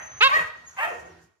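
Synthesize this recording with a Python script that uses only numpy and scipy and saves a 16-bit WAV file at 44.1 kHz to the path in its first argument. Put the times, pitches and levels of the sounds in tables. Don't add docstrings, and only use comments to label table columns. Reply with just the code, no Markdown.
import sys
import numpy as np
from scipy import signal
from scipy.fft import rfft, irfft, next_fast_len
from scipy.io import wavfile
from scipy.ndimage import uniform_filter1d, map_coordinates

SR = 44100
rng = np.random.default_rng(int(sys.argv[2]) if len(sys.argv) > 2 else 0)


def bounce(signal):
    frames = np.transpose(np.atleast_2d(signal))
    limited = np.clip(frames, -1, 1)
    pcm = np.round(limited * 32767).astype(np.int16)
    wavfile.write(sys.argv[1], SR, pcm)


def how_loud(loudness_db):
    steps = np.asarray(loudness_db, float) / 20
    return 10 ** steps


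N = 61739
LEAD = 13230
TIME = np.arange(-LEAD, N) / SR

# time in seconds, pitch in Hz, level in dB, roughness 0 to 1.
EARLIER_YELP_CALL = [(-.2, 500, -65, 0.8), (-.15, 552, -34.5, 0.97), (-.03, 628.1, -42, 0.8),
                     (.07, 617, -53.5, 0.88)]
NEAR_YELP_CALL = [(.204, 403, -30, .08), (.21, 414, -20, .08), (.217, 436, -15.5, .08),
                  (.226, 476, -15, .05), (.236, 515, -14.5, .02), (.251, 542, -16, .02),
                  (.274, 546, -16.5, .02), (.282, 525, -27, .04), (.293, 495, -37, .1)]
FAR_YELP_CALL = [(.295, 490.6, -62.5, .3), (.315, 550.5, -22, .4), (.34, 608, -18, .2),
                 (.355, 625.5, -19, 0.055), (.375, 639.2, -17, .08), (.383, 615, -37.5, 0.046),
                 (.393, 626.7, -19, 0.045), (.408, 628.5, -28, .2), (.42, 580, -51, 0.44)]
HOARSE_BARK_CALL = [(.29, 444.3, -24, 1), (.32, 544.6, -34.5, 0.55), (.37, 566.6, -28, 0.15),
                    (.42, 483, -31.5, 0.11), (.46, 434, -49.5, 0.67)]
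LOW_GRUNT_CALL = [(.35, 393.2, -43.5, 0.73), (.4, 453.3, -39, 0.93), (.46, 454, -53.5, 0.31),
                  (.53, 461, -61, 0.39)]
LATE_YELP_CALL = [(.762, 483.7, -46.5, .6), (.785, 527.4, -42, .35), (.8, 524.6, -28, .3),
                  (.812, 576.6, -30.5, .3), (.826, 621, -32.5, .25), (.836, 619.8, -30, .25),
                  (.856, 621.2, -28.5, .25), (.872, 626, -40.5, 0.46), (.925, 613, -51.5, 1)]
LATE_BARK_CALL = [(.768, 400.5, -38, .7), (.79, 381.5, -31, .4), (.815, 433.7, -26.5, .35),
                  (.835, 457.8, -24.5, .2), (.85, 448.4, -27, .25), (.865, 422.7, -34.5, .5),
                  (.9, 443, -35, .5)]
LATE_WOOF_CALL = [(.82, 638.5, -79.5, 0.37), (.845, 682.5, -29, 0.19), (.862, 690.3, -41.5, 0.17),
                  (.88, 731.4, -27.5, 0.47), (.895, 627.2, -50.5, 0.77), (.92, 475.4, -34, 0.39),
                  (.945, 411.4, -47, 1), (1.0, 379.2, -55, 0.49), (1.09, 369.3, -49, 0.6)]
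GROAN_CALL = [(.97, 89, -62, .2), (1.01, 88, -63, .2), (1.05, 86, -56, .15), (1.085, 86, -63, .2),
              (1.12, 87, -54, .15), (1.15, 86, -63, .2), (1.18, 86, -58, .15), (1.21, 84, -63, .2),
              (1.3, 86, -76, .2)]

# frequency in Hz, gain in dB.
NEAR_THROAT_DB = [(300, -20), (520, -26), (1000, -14), (2100, -15.5), (3700, -16), (4500, -27), (7500, -48),
                  (15500, -63.5)]
FAR_THROAT_DB = [(400, -22.5), (625, -12), (1150, 10), (1500, -27.5), (1900, 7), (2700, -18.5),
                 (4300, -22.5), (7500, -54.5)]
LATE_THROAT_DB = [(380, -37.5), (600, -2.5), (900, 4), (1300, 1), (1800, 5.5), (2250, -1), (2620, -2.5),
                  (4200, -32)]
WOOF_THROAT_DB = [(250, -20), (380, -8.5), (700, -7), (1400, -13), (2700, -27.5), (5000, -73)]
GROAN_THROAT_DB = [(60, -13), (88, -1.5), (175, 3.5), (260, -7), (350, 5), (450, -17), (900, -22),
                   (2000, -80)]
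# width in Hz, gain in dB.
NEAR_FORMANTS_HZ_DB = [(160, 6), (250, 6)]
# time in seconds, first and second resonance in Hz.
NEAR_MOUTH_HZ = [(.205, 1240, 2450), (.22, 1350, 2800), (.235, 1520, 2750), (.25, 1300, 2720),
                 (.275, 1120, 2720)]

# time in seconds, pitch in Hz, level in dB.
WHISTLE_CALLS = [
    [(-.1, 6190, -50), (.05, 6175, -47.5), (.13, 6150, -50), (.19, 6195, -43), (.215, 6180, -50)],
    [(.555, 5790, -83), (.565, 6200, -77), (.575, 6370, -62), (.585, 6500, -72)],
    [(.65, 6479, -71), (.665, 6550, -54), (.682, 6760, -43), (.69, 6520, -52), (.697, 6480, -43),
     (.704, 6226, -62), (.711, 6280, -53.5), (.726, 5800, -58), (.738, 5780, -56)],
    [(1.045, 6750, -76.5), (1.058, 6500, -57.5), (1.078, 6110, -71), (1.1, 5835, -70), (1.125, 5477, -67),
     (1.135, 5550, -82)],
]
# time in seconds, level in dB.
PANT_FLOW_DB = [(0, -78), (.06, -67), (.09, -91), (.19, -78.5), (.23, -46), (.3, -60.5), (.37, -54.5),
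                (.45, -66.5), (.53, -79.5), (.67, -75.5), (.7, -70.5), (.76, -72), (.88, -62.5),
                (1.04, -71.5), (1.17, -82.5), (1.24, -72), (1.3, -91)]
# frequency in Hz, level in dB per Hz.
PANT_SPECTRUM_DB = [(2000, -43), (4300, -11), (6800, -2.5), (8300, -14.5), (11200, -14), (15700, -29)]
# frequency in Hz, level in dB per Hz.
RUMBLE_SPECTRUM_DB = [(25, -57), (45, -26), (70, 5), (130, -5), (280, -14.5), (1400, -7.5), (6400, -28.5),
                      (9000, -54.5)]
# time in seconds, gain in dB.
RUMBLE_FADE_DB = [(0, -5), (.3, -4.5), (.6, -8), (.95, -6), (1.15, -3.5), (1.3, -18), (1.4, -29)]
# frequency in Hz, likeness 0 to 1.
LIKENESS = [(40, 0.94), (200, .95), (500, 0.49), (1500, 0.12), (10000, 0.027)]

# frequency in Hz, T60 in seconds.
YARD_T60_S = [(200, 0.81), (600, 0.55), (2000, 0.44), (5000, 0.67), (12000, 0.32)]
# frequency in Hz, split in Hz, level in dB, T60 in seconds.
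METAL_MODES = [
    (625, 24, -20, .55),
    (1880, 34, -25, .7),
    (2660, 25, -26, .5),
]
# left delay in seconds, right delay in seconds, level in dB.
NEAR_BOUNCES = [
    (.0021, 0.0027, -11.5),
    (.0047, .0039, -13.5),
    (.0083, .0092, -19.5),
]


def unit(x):
    return x / np.sqrt(np.mean(x ** 2) + 1e-20)


def along(points, hz):
    f, v = np.transpose(points)
    return np.interp(np.log(hz + 1), np.log(f + 1), v)


def curves(rows):
    s, *columns = np.transpose(rows)
    gate = np.clip(np.minimum(TIME - s[0], s[-1] - TIME) / 0.0057, 0, 1)
    return [gate] + [np.interp(TIME, s, column) for column in columns]


def wobble(rate_hz):
    knots = rng.standard_normal(int(len(TIME) * 2000 / SR) + 4)
    return map_coordinates(knots, [np.arange(len(TIME)) * min(rate_hz, 2000) / SR])


def filtered(x, response):
    m = next_fast_len(len(TIME) + 8192)
    hz = np.fft.rfftfreq(m, 1 / SR)
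    return irfft(rfft(x, m) * response(hz), m)[..., :len(TIME)]


def yard_echo():
    hz, t, z = signal.stft(rng.standard_normal((3, SR)), SR, nperseg=256)
    decay = how_loud(-60 * t / along(YARD_T60_S, hz)[:, None])
    tail = signal.istft(z * decay, SR, nperseg=256)[1]
    tail = tail[1:] + 0.2 * tail[0]
    tail = tail / np.linalg.norm(tail[0])
    s = np.arange(tail.shape[1]) / SR
    for mode_hz, split_hz, db, t60_s in METAL_MODES:
        pair = 0
        for way in (-1, 1):
            pair = pair + np.sin(2 * np.pi * ((mode_hz + way * split_hz / 2) * s + rng.random((2, 1))))
        tail = tail + how_loud(db - 60 * s / t60_s) * pair / np.sqrt(SR * t60_s / (2 * np.log(1000)))
    return tail


def placed(x, pan_db, lag_s, wet_db, shade_hz=np.inf, bounces=()):
    side = np.array([[.5], [-.5]])

    def path(hz):
        arrivals = 1
        for left_s, right_s, db in bounces:
            arrivals = arrivals + how_loud(db) * np.exp(-2j * np.pi * hz * np.array([[left_s], [right_s]]))
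        lag = lag_s * side / np.hypot(1, hz / shade_hz)
        return arrivals * how_loud(pan_db * side) * np.exp(-2j * np.pi * hz * lag)

    direct = filtered(x, path)
    late = np.pad(x, (350, 0))[None]
    echo = signal.fftconvolve(late, yard_echo(), axes=1)
    return direct + how_loud(wet_db) * echo[:, :len(TIME)]


def voice(call, throat, jitter, formants=(), mouth=None, drift_db=0.5):
    gate, hz, db, rough = curves(call)
    rough, on = np.clip(rough, 0, 1), gate > 0
    phase = 2 * np.pi * np.cumsum(hz * (1 + jitter * wobble(250)))[on] / SR
    centres_hz = [c[on] for c in curves(mouth)[1:]] if mouth else []

    def colour(f, at_hz):
        peaks = sum(how_loud(g) / (1 + ((f - c) / w) ** 2) for c, (w, g) in zip(at_hz, formants))
        return how_loud(along(throat, f)) * (1 + peaks)

    k = np.arange(1, 29)[:, None]
    drift = np.sin(2 * np.pi * (rng.random(k.shape) + (8 + 14 * rng.random(k.shape)) * TIME[on]))
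    gains = colour(k * hz[on], centres_hz) * how_loud(drift_db * np.minimum(k, 9) * drift)
    if formants:
        turn = sum(np.arctan((k * hz[on] - c) / w) for c, (w, g) in zip(centres_hz, formants))
    else:
        turn = 2 * np.pi * rng.random(k.shape)
    tone = np.zeros(len(TIME))
    tone[on] = -(gains * np.cos(k * phase - turn)).sum(0) / np.sqrt((gains ** 2).sum(0) / 2)

    puffs = rng.standard_normal(len(TIME))
    puffs[on] *= (1 + np.cos(phase)) ** 2
    breath = filtered(puffs, lambda f: colour(f, [c[0] for c in centres_hz]))
    breath = breath / np.sqrt(np.mean(breath[on] ** 2))
    shimmer = how_loud(6 * rough * wobble(120))
    return gate * how_loud(db) * (np.sqrt(1 - rough ** 2) * shimmer * tone + rough * breath)


def dogs():
    near_yelp = voice(NEAR_YELP_CALL, NEAR_THROAT_DB, 0.0049, NEAR_FORMANTS_HZ_DB, NEAR_MOUTH_HZ, drift_db=-0.46)
    out = how_loud(2) * placed(near_yelp, -2.0, 0.00027, wet_db=-14, shade_hz=1290, bounces=NEAR_BOUNCES)
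    out += placed(voice(EARLIER_YELP_CALL, LATE_THROAT_DB, 0.023), -1.2, 0.0006, wet_db=-1.0)
    out += placed(voice(FAR_YELP_CALL, FAR_THROAT_DB, 0.0089), 0.011, -0.00036, wet_db=-9)
    out += placed(voice(HOARSE_BARK_CALL, LATE_THROAT_DB, 0.019), -0.33, 0.0003, wet_db=-7.0)
    out += placed(voice(LATE_YELP_CALL, LATE_THROAT_DB, 0.0158), 0.47, 0.000066, wet_db=-4.5)
    out += placed(voice(LATE_BARK_CALL, LATE_THROAT_DB, 0.017), -1.7, 0.00023, wet_db=-8.5)
    out += placed(voice(LATE_WOOF_CALL, WOOF_THROAT_DB, 0.0094), -0.51, 0.00036, wet_db=-3.0)
    grunt = voice(LOW_GRUNT_CALL, WOOF_THROAT_DB, 0.027)
    groan = voice(GROAN_CALL, GROAN_THROAT_DB, 0.0383)
    return out + placed(grunt + groan, -1.3, 0.0001, wet_db=-17)


def whistles():
    out = np.zeros(len(TIME))
    for rows in WHISTLE_CALLS:
        gate, hz, db = curves(rows)
        level = gate * how_loud(db + 3 + 3 * wobble(60.9))
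        out += level * np.sin(2 * np.pi * np.cumsum(hz + 12 * wobble(73)) / SR)
    return placed(out, 0.52, 0.0002, wet_db=-7)


def rush(spectrum, patchy_db):
    z = signal.stft(rng.standard_normal((2, len(TIME))), nperseg=512)[2]
    field = uniform_filter1d(rng.standard_normal(z.shape[1:]), size=6, axis=0)
    field = uniform_filter1d(field, size=8, axis=1)
    pair = signal.istft(z * how_loud(patchy_db * unit(field)), nperseg=512)[1][:, :len(TIME)]

    def mid_side(hz):
        angle = np.arccos(np.clip(along(LIKENESS, hz), -1, 1)) / 2
        return how_loud(along(spectrum, hz)) * np.array([np.cos(angle), np.sin(angle)])

    mid, side = filtered(pair, mid_side)
    return unit(np.array([mid + side, mid - side]))


def panting():
    _, flow_db = curves(PANT_FLOW_DB)
    return how_loud(flow_db + 7.5 + 1.5 * wobble(40)) * rush(PANT_SPECTRUM_DB, patchy_db=1.5)


def thud():
    start_s, level_db, ring_hz, t60_s = .395, -28, 168, .1
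    t = np.clip(TIME - start_s, 0, None)
    onset = (1 - np.exp(-t / .015)) ** 2
    ring = how_loud(level_db - 60 * t / t60_s) * onset * np.sin(2 * np.pi * ring_hz * t)
    return placed(ring, -4.5, 0.0001, wet_db=-26.0)


def rumble():
    _, fade_db = curves(RUMBLE_FADE_DB)
    level = how_loud(fade_db) * how_loud(-48.5 + 1.8 * wobble(2))
    return level * rush(RUMBLE_SPECTRUM_DB, patchy_db=-2.0) * how_loud([[-1.1], [1.1]])


def scene():
    mix = dogs() + whistles() + panting() + thud() + rumble()
    return mix[:, LEAD:]


def low_pass(x):
    return signal.sosfilt(signal.butter(12, 15780, fs=SR, output="sos"), x)


def record(dry):
    bass_cut_hz, band_top_hz, ceiling = 56, 15780, .99
    roll_off = signal.butter(2, bass_cut_hz, "high", fs=SR, output="sos")
    thin = signal.sosfilt(roll_off, dry)
    thin = filtered(thin, lambda hz: hz < band_top_hz)[:, :N]
    mix = thin / (1 + np.abs(thin / ceiling) ** 20) ** (1 / 20)
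    return low_pass(mix)


dry = scene()
out = record(dry)
bounce(out)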